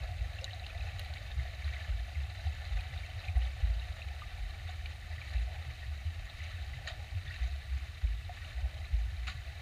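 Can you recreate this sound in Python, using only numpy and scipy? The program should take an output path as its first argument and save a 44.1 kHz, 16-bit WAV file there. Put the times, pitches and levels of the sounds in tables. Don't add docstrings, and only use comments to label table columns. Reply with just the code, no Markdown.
import sys
import numpy as np
from scipy import signal
from scipy.io import wavfile
from scipy.ndimage import uniform_filter1d

SR = 44100
rng = np.random.default_rng(int(sys.argv[2]) if len(sys.argv) > 2 else 0)


def put_to_file(sound):
    columns = np.atleast_2d(sound).T
    safe = np.clip(columns, -1, 1)
    whole_steps = np.round(safe * 32767)
    wavfile.write(sys.argv[1], SR, whole_steps.astype(np.int16))


def gain_from_decibels(decibels):
    exponent = np.asarray(decibels, float) / 20
    return 10 ** exponent


N = 423801
GRID_HZ = np.fft.rfftfreq(16384, 1 / SR)


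def evened(x):
    return x / np.sqrt(np.mean(x ** 2) + 1e-20)


def read(points, hz):
    f, value = np.transpose(points)
    return np.interp(np.log(hz + 1), np.log(f + 1), value)


def add(mix, s, sound):
    part = mix[round(s * SR):][:len(sound)]
    part += sound[:len(part)]


def colour(x, gain_db):
    both_sides_db = np.r_[gain_db, gain_db[-2:0:-1]]
    log_gain = np.log(gain_from_decibels(np.maximum(both_sides_db, -100)))
    taps = np.fft.ifft(np.exp(np.conj(signal.hilbert(log_gain)))).real
    return signal.oaconvolve(x, taps[:len(gain_db)])[:len(x)]


def coloured_noise(tone_db):
    return evened(colour(rng.standard_normal(N), tone_db))


def bubble(hz, t60, rise, glide, length):
    t = np.arange(round(length * SR)) / SR
    turns = np.cumsum(hz * (1 + glide * np.exp(-t / rise / 1.14))) / SR
    shape = (1 - np.exp(-(t / rise) ** 2)) * gain_from_decibels(-60 * t / t60)
    return shape / shape.max() * np.sin(2 * np.pi * turns)


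# (t/s, half length/s, small-bubble level/dB, larger-bubble level/dB),
# levels above the quiet between strokes
STROKES = [(0.0, 0.22, 1, 4), (0.61, 0.22, 0.5, 0.5), (0.926, 0.22, 2, 3.5), (1.424, 0.26, 1, 1),
           (1.648, 0.043, 3.5, -1), (1.8, 0.12, 3, 1.1), (2.38, 0.24, 1, 0.5), (2.755, 0.26, 2.5, 3),
           (3.446, 0.042, 2.5, 1), (3.65, 0.71, 1.5, 3.5), (4.687, 0.076, 2.5, 0.5), (5.337, .13, 4.5, 3.5),
           (5.53, 0.095, -0.5, 5.5), (5.723, 0.15, 1, 0.5), (6.483, 0.16, 3.5, 0.5),
           (6.916, 0.19, 0.7, 7.5), (7.317, 0.066, 3.5, -0.5), (7.44, 0.073, 4, 2), (7.794, .12, 1.5, -0.5),
           (8.47, 0.11, 3.5, -1), (8.681, 0.24, 0.5, 6.5), (9.55, 0.27, 0.5, 2.5)]
FAR_DB_PER_S = -0.1811


def effort_db():
    t = np.arange(0, N + 256, 256) / SR
    s, half, small, large = np.transpose(STROKES)
    bump = np.exp(-((t[:, None] - s) / np.maximum(half, .03)) ** 2)
    curves = (FAR_DB_PER_S * t, bump @ small, bump @ large)
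    return [np.interp(np.arange(N) / SR, t, curve) for curve in curves]


# (f/Hz, level/dB per Hz)
ROLL_TONE = [(12, -68), (20, -19), (54, -2.5), (77, 0.5), (104, -7.5), (150, -23), (200, -49), (330, -120)]
# (f/Hz, level/dB per Hz)
WASH_TONE = [(60, -28.5), (130, -6), (180, -2.5), (260, -8), (420, -12.5), (600, -28)]
ROLL_DB, WASH_DB = -44, -67
START_DB, START_S = 8.5, 0.081
ROLL_SHARE = 0.43


def rumble():
    roll = coloured_noise(read(ROLL_TONE, GRID_HZ))
    wash = coloured_noise(read(WASH_TONE, GRID_HZ))
    far_db, _, large_db = effort_db()
    passing_db = START_DB * np.exp(-np.arange(N) / SR / START_S)
    level_db = ROLL_DB + passing_db + far_db + ROLL_SHARE * large_db
    return gain_from_decibels(level_db) * roll + gain_from_decibels(WASH_DB) * wash


# (f/Hz, width/Hz, level/dB)
HOUSING = [(1160, 180, 7.5), (1621, 54, -17), (1730, 520, 3.5), (2600, 77, 2.5), (3397, 105, -16),
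           (3690, 670, 1.5), (5340, 1270, -7.5), (6800, 530, 5), (7890, 620, -22.5)]


def housing_db():
    return sum(db / (1 + (2 * (GRID_HZ - hz) / width) ** 2) for hz, width, db in HOUSING)


def swarm(low_hz, high_hz, per_s, cycles, spread_db, count):
    born = rng.random(N) < per_s / SR
    size = gain_from_decibels(spread_db * np.minimum(rng.exponential(1, N), 4.2)) * born
    kind, out = rng.integers(0, count, N), np.zeros(N)
    for k, hz in enumerate(np.geomspace(low_hz, high_hz, count)):
        ring = bubble(hz, cycles / hz, 1.42 / hz, -0.042, 1.2 * cycles / hz)
        ring = ring / np.linalg.norm(ring) / np.sqrt(hz)
        out += signal.oaconvolve(size * (kind == k), ring)[:N] * hz
    return evened(out)


def cloud(grains, share, tone_db):
    share = np.clip(share, 0, 1)
    blend = np.sqrt(share) * grains + np.sqrt(1 - share) * rng.standard_normal(N)
    return evened(colour(blend, tone_db))


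# (f/Hz, level/dB per Hz)
FIZZ_TONE = [(530, -37.5), (900, -21.5), (1600, -4), (1930, 0), (3340, -5.5), (3820, -2), (5510, -15),
             (9000, -26), (15000, -40)]
# (f/Hz, level/dB per Hz)
GURGLE_TONE = [(220, -32), (380, -24.5), (450, -17.5), (716, -2.5), (796, -5.5), (920, -18.5), (1050, -31),
               (1360, -32), (2310, -120)]
SMALL_DB, LARGE_DB = -53.5, -59
LARGE_FAR = 3.64
NEAR_SHARE, FAR_SHARE, NEAR_S = 0.058, 0.15, 1.1
STROKE_SHARE = 0.027


def fizz():
    far_db, small_db, large_db = effort_db()
    ticks = swarm(1390, 8300, 700, 11.6, 2.5, count=8)
    grains = evened(swarm(1149, 7030, 800, 47, 3.23, count=14) + 0.53 * ticks)
    closeness = np.exp(-np.arange(N) / SR / NEAR_S)
    share = FAR_SHARE + STROKE_SHARE * small_db + NEAR_SHARE * closeness
    small = cloud(grains, share, read(FIZZ_TONE, GRID_HZ) + housing_db())
    large = cloud(swarm(466.5, 918, 200, 44.4, 1.14, count=7), 0.038, read(GURGLE_TONE, GRID_HZ))
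    foam = swarm(6000, 10670, 200, 60, 2.0, count=8)

    gusts = uniform_filter1d(rng.standard_normal(N), size=700)
    gusts = evened(uniform_filter1d(gusts, size=500))
    small = evened(small * gain_from_decibels(1.13 * gusts))
    large = evened(large * gain_from_decibels(1.15 * gusts))

    fine = gain_from_decibels(SMALL_DB + far_db + small_db) * (small + gain_from_decibels(-26.5) * foam)
    return fine + gain_from_decibels(LARGE_DB + LARGE_FAR * far_db + large_db) * large


# (f/Hz, level/dB per Hz)
HISS_TONE = [(4410, -33), (7500, -2), (8800, -3), (9060, -8.5), (10400, -6), (15000, -14)]
HISS_DB = -68.5
WHINE_HZ = [
    5874,
    8570,
    13668,
]
# (width/Hz, level/dB)
WHINES = [
    (12, -90),
    (80, -85),
    (10, -99),
]


def electronics():
    tone = [(30, 1.9), (400, 8.3), (4000, 8.0)] + HISS_TONE[1:]
    out = gain_from_decibels(HISS_DB + 4) * coloured_noise(read(tone, GRID_HZ))
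    for hz, (width, db) in zip(WHINE_HZ, WHINES):
        line_db = -20 * np.log10(1 + (2 * (GRID_HZ - hz) / width) ** 2)
        out = out + gain_from_decibels(db) * coloured_noise(line_db)
    return out


# (t/s, level/dB, f/Hz, t60/s)
THUMPS = [(0.096, -31.5, 79.8, 0.38), (0.469, -39, 93, 0.46), (0.948, -35, 90.5, 0.077),
          (1.37, -26, 63, 0.21), (1.641, -24.5, 69.3, 0.42), (1.891, -22.5, 73.3, 0.2),
          (2.165, -28.5, 67.7, 0.46), (2.454, -26, 76.3, 0.24), (2.827, -33, 75, 0.38),
          (3.158, -33.5, 90.4, 0.16), (3.279, -28, 81.6, 0.25), (4.045, -31.5, 69.6, 0.26),
          (4.64, -32, 82.7, 0.33), (5.096, -33.5, 79.4, 0.33), (5.575, -35.5, 80, 0.27),
          (5.881, -29.5, 71.8, .37), (6.054, -27, 78.7, 0.32), (6.4, -34, 78.2, 0.39),
          (6.606, -30, 61.2, 0.24), (6.755, -37, 69.3, 0.29), (7.152, -26.5, 87, 0.18),
          (7.499, -26.5, 68.5, 0.5), (7.703, -27.5, 64.9, 0.48), (8.228, -38, 84.8, 1),
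          (8.558, -30, 61.5, .51), (8.629, -23.5, 61.3, 0.27), (9.127, -31, 80.3, 0.13),
          (9.372, -40, 89.8, 0.22)]
# (t/s, level/dB, f/Hz)
DISTANT = [(0.019, -48, 73.4), (0.386, -34, 76.7), (0.877, -34.5, 77), (2.926, -39.5, 86.7),
           (3.885, -33, 62.2), (4.309, -37, 74), (4.739, -38.5, 79.2), (5.656, -34, 71.7), (5.831, -37, 65),
           (6.279, -38, 79.5), (6.531, -34, 84.3), (6.671, -34, 69), (6.971, -41, 92), (7.288, -38, 82),
           (9.475, -35, 66)]
# (t/s, level/dB, f/Hz)
GLUGS = [(1.37, -38.5, 117.7), (2.18, -41.5, 125.4), (2.899, -46, 124.6), (5.658, -39.5, 117.5),
         (6.74, -42.5, 127), (7.257, -40.5, 120), (9.349, -43, 119), (9.278, -54, 189)]
DISTANT_T60_S, GLUG_CYCLES = 0.25, 33


def thumps():
    out = np.zeros(N)
    distant = [row + (DISTANT_T60_S,) for row in DISTANT]
    glugs = [(s, db, hz, GLUG_CYCLES / hz) for s, db, hz in GLUGS]
    for s, db, hz, t60 in THUMPS + distant + glugs:
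        pocket = bubble(hz, max(t60, .05), 0.024, 0.1, 0.65)
        add(out, max(s - .012, 0), gain_from_decibels(db - 2.5) * pocket)
    return out


# (t/s, punch level/dB, ring f/Hz, ring level/dB, ring length/s)
KICKS = [(0.197, -30.5, 54.7, -33.5, .06), (0.783, -43, 57, -27, 0.034), (1.906, -23.5, 51.6, -34.5, 0.13),
         (2.713, -36, 47.5, -27, 0.074), (3.352, -21, 56.6, -28.5, 0.14), (3.624, -22, 50.8, -28.5, 0.17),
         (4.392, -33.5, 44, -33.5, 0.082), (5.343, -27, 54, -28, 0.12), (6.17, -41, 49.7, -31.5, 0.031),
         (7.406, -27.5, 58.4, -25.5, 0.05), (8.028, -23.5, 50, -30, 0.14), (8.926, -23, 51.2, -27.5, .13),
         (9.172, -34, 56.7, -33, 0.096)]
PUNCH_HZ = 64.5


def kicks():
    out, t = np.zeros(N), np.arange(SR // 2) / SR
    after = t - .04
    for s, punch_db, hz, ring_db, length in KICKS:
        punch = np.exp(-(after / 0.013) ** 2) * np.sin(2 * np.pi * PUNCH_HZ * after + 0.48)
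        swell = 1 - np.exp(-(t / 0.053) ** 3)
        breakup = np.exp(-(np.maximum(after, 0) / length) ** 3.6)
        ring = swell * breakup * np.sin(2 * np.pi * hz * (after + 0.45 * after ** 2) + 0.86)
        add(out, s - .021, gain_from_decibels(punch_db) * punch + gain_from_decibels(ring_db) * ring)
    return out


# (t/s, level/dB, f/Hz)
PINGS = [(0.3865, -32, 2730), (0.4433, -25.5, 3890), (0.508, -35, 3020), (0.703, -33, 2540),
         (0.5329, -30, 3890), (0.6394, -34, 2690), (0.8063, -33.5, 2540), (0.8865, -34, 2600),
         (0.9937, -32, 4000), (1.1694, -33, 2240), (1.316, -32.5, 3700), (1.3967, -37, 2120),
         (1.799, -40, 2300), (1.7645, -30.5, 2005), (2.155, -34.5, 2150), (3.0525, -37, 2690),
         (3.283, -27.5, 2420), (3.7973, -34, 3820), (3.8192, -34, 2770), (4.018, -29.5, 2610),
         (4.8575, -30.5, 2370), (5.1811, -33.5, 1950), (5.215, -31, 2370), (6.2751, -40, 1890),
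         (6.298, -34, 3700), (7.2649, -36.5, 1860), (7.279, -36, 3560), (7.3076, -31, 1920),
         (7.322, -40, 2720), (8.4188, -37, 1890)]
# (t/s, level/dB, f/Hz)
TINY = [(0.413, -41, 5260), (0.5471, -48, 6660), (3.3801, -44, 9900), (6.2546, -46, 6770),
        (6.3848, -47.5, 6740)]
# (t/s, level/dB, f/Hz)
SPRAY = [(6.8676, -37, 4400), (6.873, -31, 4060), (6.8737, -27.5, 1830), (6.877, -33.5, 6800),
         (6.879, -32.5, 2600), (6.898, -38, 1920), (6.916, -35, 3740), (9.27, -33, 2670),
         (9.279, -33, 3900), (9.283, -33, 1390), (9.305, -37, 3900)]
# (t/s, level/dB, f/Hz)
MORE_PINGS = [(0.478, -34.5, 1860), (1.622, -34, 2220), (1.682, -35, 1930), (1.727, -38, 1960),
              (2.7112, -46, 2090), (2.789, -33.5, 2500), (2.9766, -34, 3690), (3.034, -36, 2240),
              (3.286, -34.5, 2220), (4.859, -33, 3000), (5.701, -37, 1980), (5.828, -37.5, 1900),
              (7.285, -39, 1900), (7.3, -42, 1450), (7.338, -35, 2740), (7.344, -39, 1830), (7.361, -38, 1800),
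              (8.447, -35.5, 2830)]
# (t/s, level/dB, f/Hz)
BLUPS = [(0.419, -36, 544), (0.531, -38, 722), (0.751, -37, 694), (1.451, -43, 720), (2.467, -36, 753),
         (3.367, -32.5, 727), (3.457, -39, 780), (4.219, -31, 1210), (4.69, -34, 731), (5.552, -41, 740),
         (7.476, -40, 695), (8.293, -29.5, 720), (9.279, -37.5, 753)]
PING_CYCLES, BLUP_CYCLES = 56, 77


def pings():
    small, large, echo = np.zeros((3, N))
    for s, db, hz in PINGS + TINY + SPRAY + MORE_PINGS:
        add(small, s, gain_from_decibels(db - 7) * bubble(hz, PING_CYCLES / hz, 1.55 / hz, -0.0095, .1))
    for s, db, hz in BLUPS:
        add(large, s, gain_from_decibels(db - 9.5) * bubble(hz, BLUP_CYCLES / hz, 1.0 / hz, -0.044, .25))
    add(echo, .0048, gain_from_decibels(-5.5) * small)
    return small + echo + large


# (t/s, level/dB, low share/dB, treble share/dB, top share/dB)
SNAPS = [(0.4423, -30, -41, -6, -22), (0.6643, -35, -17, -20, -37), (0.9932, -32.5, -11, -18, -17),
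         (1.0464, -44, -11, -18, -16), (1.137, -37, -10, -22, -27), (1.6775, -38, 1.5, -28, -26),
         (2.8077, -38.5, -10, -35, -23), (4.858, -39.5, -15, -36, -38), (5.397, -43, 2, -41, -27),
         (6.297, -44, -20, -28, -31)]
# (t/s, level/dB, low share/dB, treble share/dB, t60/s)
SLAPS = [
    (6.8729, -32.5, -0.5, -15, 0.18),
    (9.2689, -31.5, 0, -13.5, 0.26),
]
SNAP_T60_S, SLAP_TOP_DB = 0.037, -31.5


def slaps():
    out, t = np.zeros(N), np.arange(SR // 4) / SR
    rows = [row + (SNAP_T60_S,) for row in SNAPS]
    rows += [row[:-1] + (SLAP_TOP_DB, row[-1]) for row in SLAPS]
    noise = rng.standard_normal((len(rows), 2, len(t)))
    sweep_hz = 1500 * 10 ** (t / .0025)
    crack = np.sin(2 * np.pi * np.cumsum(sweep_hz) / SR)
    crack = crack * np.sqrt(sweep_hz / 4000) * (sweep_hz < 15000)
    for (s, db, low_db, treble_db, top_db, t60), (puff, clumps) in zip(rows, noise):
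        tone = [(300, low_db - 34), (950, low_db - 18), (1400, low_db), (2100, 5.4 * low_db),
                (2800, -0.63), (4600, -0.04), (5500, treble_db), (7200, treble_db),
                (10500, top_db), (16000, top_db - 10)]
        fade_db = -60 * t / np.clip(t60, .01, .4)
        shower = puff * gain_from_decibels(1.84 * evened(uniform_filter1d(clumps, size=90)))
        shower *= gain_from_decibels(1.7 * fade_db) + 1.02 * gain_from_decibels(fade_db)
        shower *= 1 - np.exp(-t / (0.0097 * t60 + 0.0017))
        burst = shower + 1.3 * np.sqrt(0.043 / t60) * crack
        burst = colour(burst, read(tone, GRID_HZ) + housing_db())
        add(out, s - .0002, gain_from_decibels(db + 2.0) * burst / abs(burst).max())
    return out


def scene():
    return (rumble() + fizz() + thumps() + kicks() + pings() + slaps())[None]


def band_limit(x):
    return signal.sosfilt(signal.butter(12, 15940, fs=SR, output="sos"), x)


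def record(dry):
    edge = signal.firwin(2047, 15330, window=("kaiser", 9), fs=SR)  # low-pass, Hz
    mix = signal.oaconvolve(dry + electronics(), edge[None], "same")
    return band_limit(mix)


dry = scene()
out = record(dry)
put_to_file(out)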